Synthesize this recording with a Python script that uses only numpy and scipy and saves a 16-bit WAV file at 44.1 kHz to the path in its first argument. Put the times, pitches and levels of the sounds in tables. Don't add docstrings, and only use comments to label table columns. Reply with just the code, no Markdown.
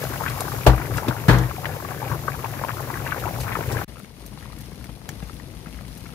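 import sys
import numpy as np
from scipy import signal
from scipy.fft import rfft, irfft, next_fast_len
from scipy.io import wavfile
from scipy.ndimage import uniform_filter1d, map_coordinates

SR = 44100
rng = np.random.default_rng(int(sys.argv[2]) if len(sys.argv) > 2 else 0)


def digitize_waveform(pressure):
    field = np.atleast_2d(pressure).T
    bounded = np.clip(field, -1, 1)
    quanta = np.round(bounded * 32767).astype(np.int16)
    wavfile.write(sys.argv[1], SR, quanta)


N = 270774
T = np.arange(N) / SR
TOP_HZ = 15650


def amp(db):
    return 10 ** (np.asarray(db) / 20)


def unit(x):
    return x / np.sqrt(np.mean(x ** 2) + 1e-20)


def along(points, hz):
    pitches, values = np.transpose(points)
    return np.interp(np.log(hz + 1), np.log(pitches + 1), values)


def curves(rows):
    times, *columns = np.transpose(rows)
    return [np.interp(T, times, column) for column in columns]


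def wobble(rate):
    return map_coordinates(rng.standard_normal(1024), [T * rate], mode="wrap")


def filtered(x, response):
    size = next_fast_len(N + 8192)
    return irfft(rfft(x, size) * response(np.fft.rfftfreq(size, 1 / SR)), size)[..., :N]


def coloured(x, spectrum):
    return unit(filtered(x, lambda hz: amp(along(spectrum, hz))))


def add(track, s, sound):
    part = track[..., max(round(s * SR), 0):][..., :sound.shape[-1]]
    part += sound[..., :part.shape[-1]]


def rush(spectrum):
    # (pitch [Hz], likeness [0 to 1])
    likeness = [(60, 0.95), (180, 0.99), (550, 0.5), (1650, 0.32), (4970, 0.15), (15000, -0.0)]
    angle = lambda hz: np.arccos(np.clip(along(likeness, hz), -1, 1)) / 2
    shares = lambda hz: np.array([np.cos(angle(hz)), np.sin(angle(hz))])
    mid, side = filtered(rng.standard_normal((2, N)), shares)
    return coloured(np.array([mid + side, mid - side]), spectrum)


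def swarm(count, centre_hz, octaves, spread_db):
    size, pitch = np.clip(rng.standard_normal((2, count)), -2, 2)
    times = rng.uniform(0, N / SR, count)
    return np.transpose([times, spread_db * size, centre_hz * 2 ** (octaves * pitch)])


def bubbles(rows, cycles, rise, onset, samples=1500):
    s, db, hz = np.transpose(rows)[:, :, None]
    turns = hz * np.arange(samples) / SR
    age = np.minimum(turns / cycles, 1)
    shape = amp(-60 * age) * (1 - age ** 4) * (1 - np.exp(-(turns / onset) ** 2))
    shape /= shape.max(axis=1, keepdims=True)
    waves = amp(db) * shape * np.sin(2 * np.pi * turns * (1 + rise * age / 2))
    positions = np.round(s * SR).astype(int) + np.arange(samples)
    return np.bincount(positions.ravel(), waves.ravel(), N)[:N]


def neighbours(rows, delay_s, scatter_s, below_db, octaves, count=4):
    s, db, hz = np.repeat(rows, count, axis=0).T
    when, size, pitch = np.clip(rng.standard_normal((len(s), 3)), -2, 2).T
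    times = np.abs(s + delay_s + scatter_s * when)
    return np.transpose([times, db - below_db + 2 * size, hz * 2 ** (octaves * pitch)])


def smacks(rows, t60):
    # (pitch [Hz], level [dB])
    tear_tone = [(150, -33), (500, 20.5), (1000, 0.5), (2000, 4.5), (3500, -7), (6000, -20), (12000, -33)]
    loudness = np.zeros(N)
    t = np.arange(SR // 16) / SR
    for s, db, _ in rows:
        add(loudness, s, amp(db - 60 * t / t60))
    return loudness * coloured(rng.standard_normal(N), tear_tone)


def crackle(count, spread_db):
    sizes = amp(spread_db * np.clip(rng.standard_normal(count), -2, 2)) * rng.choice([-1, 1], count)
    return np.bincount(rng.integers(0, N, count), sizes, N)


def in_pot(x, wall_db, wall_t60, room_db=-15, room_t60=0.1, spots=6):
    # (pitch [Hz], level [dB])
    echo_tone = [(100, -28), (350, -18), (800, 6), (15000, 9.5)]
    t = np.arange(SR // 4) / SR
    spot = rng.integers(0, spots, N // 512 + 1)[np.arange(N) // 512]
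    echoes = np.zeros((2, N))
    for k in range(spots):
        near, far = rng.standard_normal((2, 2, len(t)))
        walls = amp(wall_db) * unit(near * amp(-60 * t / wall_t60))
        room = amp(room_db) * unit(far * amp(-60 * t / room_t60))
        here = x * uniform_filter1d(1.0 * (spot == k), 128)
        echoes += signal.oaconvolve(here[None], (walls + room) / np.sqrt(len(t)), axes=1)[:, :N]
    return x + filtered(echoes, lambda hz: amp(along(echo_tone, hz)))


def aimed(x, balance, lead_s=0.00011):
    tilt = lambda hz: amp(np.array([-along(balance, hz), along(balance, hz)]))
    time_shift = lambda hz: np.exp(np.pi * 1j * lead_s * np.array([hz, -hz]))
    return filtered(x, lambda hz: 2 / (1 + tilt(hz)) * time_shift(hz))


def plops(swell_db):
    # (time [s], level [dB], pitch [Hz])
    largest = [(.0374, -19.5, 610), (.2082, -19.5, 870), (.2623, -15, 1770), (.2824, -17.5, 2230),
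               (.4066, -22, 1100), (.983, -19.5, 1380), (1.1097, -18.5, 1480), (1.1663, -23, 1450),
               (1.6555, -15, 1950), (2.0266, -24, 856), (2.1148, -19.5, 960), (2.2796, -16, 1290),
               (2.4429, -20, 960), (2.6376, -17.5, 1010), (2.6929, -18, 1290), (2.9407, -19, 1900),
               (3.0662, -18.5, 1730), (3.1222, -14, 1450), (3.2545, -19.5, 720), (3.48, -22, 1300),
               (3.5221, -21, 2153), (3.5545, -14.5, 1240), (3.7685, -21.5, 1610)]
    large = bubbles(largest, cycles=14, rise=.05, onset=.7)
    medium = bubbles(swarm(55, centre_hz=950, octaves=.45, spread_db=2), cycles=9, rise=.05, onset=.6)
    nearby = neighbours(largest, delay_s=.0055, scatter_s=.009, below_db=6.5, octaves=.64)
    small = bubbles(nearby, cycles=9.9, rise=.073, onset=.45)
    tiny = swarm(130, centre_hz=2250, octaves=.22, spread_db=2.5)
    splatter = bubbles(tiny, cycles=8, rise=.05, onset=.6)
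    lesser = amp(swell_db) * (amp(-23.5) * medium + amp(-30) * splatter)
    film = amp(-12.5) * smacks(largest, t60=.009)
    return in_pot(large + lesser + small + film, wall_db=-10, wall_t60=.035)


def stew():
    # (time [s], churn level [dB], rim hiss level [dB])
    boil = [(0.0, -36, -42), (0.3, -35, -43), (0.54, -36, -42), (0.74, -34, -46), (1.35, -38, -46.5),
            (1.72, -39, -47), (3.22, -36, -45.5), (3.66, -35, -46)]
    # (time [s], swell [dB])
    heaves = [(.96, 10), (2.11, 4.5), (2.55, 0.5), (3.41, 5.5), (3.59, 2.5), (3.73, 9), (3.8, 4.5)]
    # (pitch [Hz], level [dB])
    rumble_tone = [(20, -42), (38, -16), (55, -6.5), (85, -4.5), (105, 0), (130, 1.5), (170, -9),
                   (220, -21), (400, -26), (900, -74)]
    churn_tone = [(100, -35), (220, 5), (320, 2.5), (550, -2.5), (850, -5.5), (1300, -10.5), (2000, -7.5),
                  (3000, -18.5), (5000, -58), (12000, -68)]
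    hiss_tone = [(1000, -16), (2500, -1), (4000, 0), (7000, -1), (8200, -6.5), (9800, -3), (11200, 1.5),
                 (12300, 3.5), (13700, 0.5), (15500, -2)]
    # (pitch [Hz], left minus right [dB])
    balance = [(60, 7), (110, 7.5), (200, 6.5), (380, 4), (700, 9), (1290, 11), (2380, 5), (4400, 2.5),
               (8120, 3.0), (15000, 5)]
    boil_db, rim_db = curves(boil)
    swell_db = boil_db - boil_db.mean()
    heave_db = sum(db * np.exp(-((T - s) / .029) ** 2) for s, db in heaves)
    rumble = amp(-32.5 + .31 * swell_db + heave_db + 1.5 * wobble(12)) * rush(rumble_tone)
    surface = swarm(2000, centre_hz=900, octaves=.7, spread_db=3.5)
    crowd = bubbles(surface, cycles=8, rise=.06, onset=.6, samples=1000)
    crowd = unit(in_pot(crowd * amp(1.5 * wobble(30)), wall_db=-6, wall_t60=.035))
    wash = amp(-4.5 + 2.6 * wobble(45)) * rush(churn_tone)
    churn = amp(boil_db + .46 + .32 * heave_db) * (crowd + wash)
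    pops = plops(swell_db)
    fizz = unit(in_pot(crackle(7000, spread_db=6.5), wall_db=12, wall_t60=.044))
    rim = amp(4.5) * rush(hiss_tone) + amp(1.15) * coloured(fizz, hiss_tone)
    hiss = amp(rim_db + .42 * heave_db) * rim
    return aimed(rumble + churn + pops + hiss, balance)


def spits():
    # (time [s], level [dB], pitch [Hz], fade time [s])
    loudest = [(0.038, -32, 4080, 0.032), (.298, -30, 3780, .02), (0.4065, -16.5, 6800, 0.0083),
               (.97, -34, 3760, 0.12), (1.385, -30.5, 3480, .023), (3.403, -35.5, 4050, 0.13),
               (3.722, -33.5, 4580, 0.037), (4.2627, -37, 8250, .022), (4.607, -43.5, 9000, 0.055),
               (4.8425, -37.5, 8500, .012), (5.0909, -23.5, 4800, 0.004), (5.975, -43, 10000, 0.05)]
    droplets = swarm(36, centre_hz=5200, octaves=.45, spread_db=2.5)
    faint = [(s, db - 43, hz, .014) for s, db, hz in droplets]
    out = np.zeros(N)
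    t = np.arange(SR // 8) / SR
    for s, db, hz, t60 in loudest + faint:
        band = signal.butter(1, [hz / 2, min(2 * hz, TOP_HZ)], "band", fs=SR)
        puff = unit(signal.lfilter(*band, rng.standard_normal(len(t))))
        add(out, s, amp(db - 60 * t / t60) * puff)
    return in_pot(out, wall_db=-7, wall_t60=.035) * amp([[1], [-4]])


def mouth(x, centre_hz, gain_db, q):
    damping = lambda hz: 1j * hz * centre_hz / q
    peak = lambda hz: damping(hz) / (centre_hz ** 2 - hz ** 2 + damping(hz))
    return unit(filtered(x, lambda hz: 1 + amp(gain_db) * peak(hz)))


def bursts(boom_hz=56.6):
    # (time [s], glug [dB], glug pitch [Hz], boom [dB], pot ring [dB], splash [dB],
    # splash pitch [Hz], spray [dB], base fade time [s], time to empty [s])
    pockets = [(.664, -8, 343, -1.5, -9.5, -6, 750, -13.5, 0.18, 0.11),
               (1.081, -13.5, 245, -27, -17.5, -19, 524, -24, 0.12, 0.063),
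               (1.282, -3.5, 149.6, -13, -12, -12.5, 1680, -21.5, 0.44, 0.17)]
    # (pitch [Hz], level [dB], fade time [times the base])
    pot_notes = [(124.2, 3, 1.88), (177.2, -4.5, 1.14), (318, -9, 1.74), (414, -19, 1.1), (482, -17.5, 1.8)]
    # (pitch [Hz], level [dB])
    splash_tone = [(60, -10), (200, -2.5), (350, -0.5), (600, -4.5), (760, -3), (1100, -6), (1350, -11),
                   (1700, -10.5), (2300, -19.5), (4000, -22.5), (9000, -43)]
    spray_tone = [(700, 1), (2500, 5.5), (4000, 4), (6000, -2.5), (9000, -7), (15500, -5)]
    # (pitch [Hz], left minus right [dB])
    balance = [(200, 7.5), (380, 5.9), (700, 1.8), (1300, 2), (4400, 5.7)]
    broth = rush(splash_tone) * amp(1.5 * wobble(130))
    mist = rush(spray_tone) * amp(1.6 * wobble(160))
    out = np.zeros((2, N))
    t = np.arange(SR // 2) / SR
    note = lambda hz, t60: amp(-60 * t / t60) * (1 - np.exp(-t * hz / .52)) * np.sin(2 * np.pi * hz * t)
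    for s, glug_db, glug_hz, boom_db, ring_db, splash_db, splash_hz, spray_db, t60, length in pockets:
        now = slice(round(s * SR), round(s * SR) + len(t))
        vent = (1 - np.exp(-t / .0021)) * amp(-60 * np.maximum(t - length, 0) / .29)
        boom = amp(boom_db) * note(boom_hz, 1.56 * t60)
        ring = sum(amp(ring_db + db) * note(hz, t60 * life) for hz, db, life in pot_notes)
        splash = amp(splash_db - 60 * t / t60) * mouth(broth, splash_hz, gain_db=2, q=3)[:, now]
        spray = amp(spray_db - 60 * t / (.6 * t60)) * mist[:, now]
        add(out, s, vent * (boom + ring + splash + spray))
        out += bubbles([(s, glug_db, glug_hz)], cycles=8.4, rise=.081, onset=1, samples=6000)
    return aimed(out, balance)


def sauce():
    # (time [s], level [dB])
    simmer = [(3.9, -40.5), (4.13, -46), (4.27, -41), (4.85, -40.5), (5.0, -43.5), (5.09, -39), (5.52, -41),
              (5.7, -40), (6.14, -40.5)]
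    # (time [s], level [dB], pitch [Hz])
    slow_bubbles = [(4.4778, -30, 120), (4.5993, -30, 146), (4.718, -30.5, 152), (4.8892, -26, 140),
                    (5.0896, -22.5, 128), (5.2264, -22, 155), (5.6682, -25, 187)]
    loud_pips = [(4.8925, -36, 990), (5.091, -25.5, 1700), (5.2959, -31, 1250), (5.3992, -32, 1800),
                 (5.6609, -33.5, 1480), (5.7443, -34, 1980)]
    # (pitch [Hz], level [dB])
    murmur_tone = [(15, -46), (25, -36), (37, -19), (58, 5), (71, -9), (81, -8), (119, -5.5), (204, -8.5),
                   (393, -22.5), (495, -19), (535, -22), (757, -24), (1950, -35.5), (2500, -47),
                   (3250, -69), (5500, -120)]
    sizzle_tone = [(900, -20), (2000, 4), (3200, 2.5), (4500, 4.5), (6500, -0.5), (7900, -7), (9000, -1),
                   (11000, 0), (13000, -2.5), (15500, -13)]
    # (pitch [Hz], left minus right [dB])
    balance = [(60, 12), (200, 8), (380, 8.3), (1300, 11.7), (2400, 12.3), (3500, 1.5), (7000, 2.2),
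               (8400, 16), (11000, 9.8), (15000, 14)]
    simmer_db, = curves(simmer)
    sizzle_db = -54 + .83 * (simmer_db - simmer_db.mean()) + .74 * wobble(14)
    deep = swarm(420, centre_hz=248, octaves=.43, spread_db=3.5)
    gurgle = unit(bubbles(deep, cycles=6.9, rise=.13, onset=.5, samples=3000))
    murmur = amp(simmer_db + 1) * rush(murmur_tone) + amp(simmer_db - 8.5) * gurgle
    blups = amp(-1.5) * bubbles(slow_bubbles, cycles=5.3, rise=.15, onset=.39, samples=4000)
    small = swarm(420, centre_hz=1900, octaves=.75, spread_db=3.5)
    crowd = unit(unit(bubbles(small, cycles=9, rise=.05, onset=.4)) + unit(smacks(small, t60=.006)))
    soft_pips = swarm(36, centre_hz=2100, octaves=.65, spread_db=2) + [0, -36, 0]
    all_pips = np.vstack([loud_pips, soft_pips])
    pips = bubbles(all_pips, cycles=8, rise=.04, onset=.5) + amp(-4) * smacks(all_pips, t60=.008)
    crowd *= amp(sizzle_db - 4 + 2.5 * wobble(10))
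    film = amp(-15.5) * smacks(slow_bubbles, t60=.064)
    pops = in_pot(crowd + amp(-1) * pips + film, wall_db=-6, wall_t60=.019)
    fizz = unit(in_pot(crackle(2200, spread_db=4), wall_db=-2, wall_t60=.012))
    sizzle = amp(sizzle_db + 1) * rush(sizzle_tone) + amp(sizzle_db + .1) * coloured(fizz, sizzle_tone)
    return aimed(murmur + blups + pops + sizzle, balance)


def scene():
    stew_end_s, sauce_start_s = 3.846, 3.878
    stew_on = np.clip((stew_end_s - T) / .00078, 0, 1)
    sauce_on = np.clip((T - sauce_start_s) / .0012, 0, 1)
    hush = amp(-69) * rush([(60, -1), (300, -12), (2000, -6), (15000, -29)])
    return stew_on * (stew() + bursts()) + sauce_on * sauce() + spits() + hush


def record(dry, low_hz=41):
    lean = signal.sosfilt(signal.butter(4, low_hz, "high", fs=SR, output="sos"), dry)
    rounded = lean / (1 + np.abs(lean) ** 8) ** (1 / 8)
    return filtered(rounded, lambda hz: hz < TOP_HZ)


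dry = scene()
out = record(dry)
digitize_waveform(out)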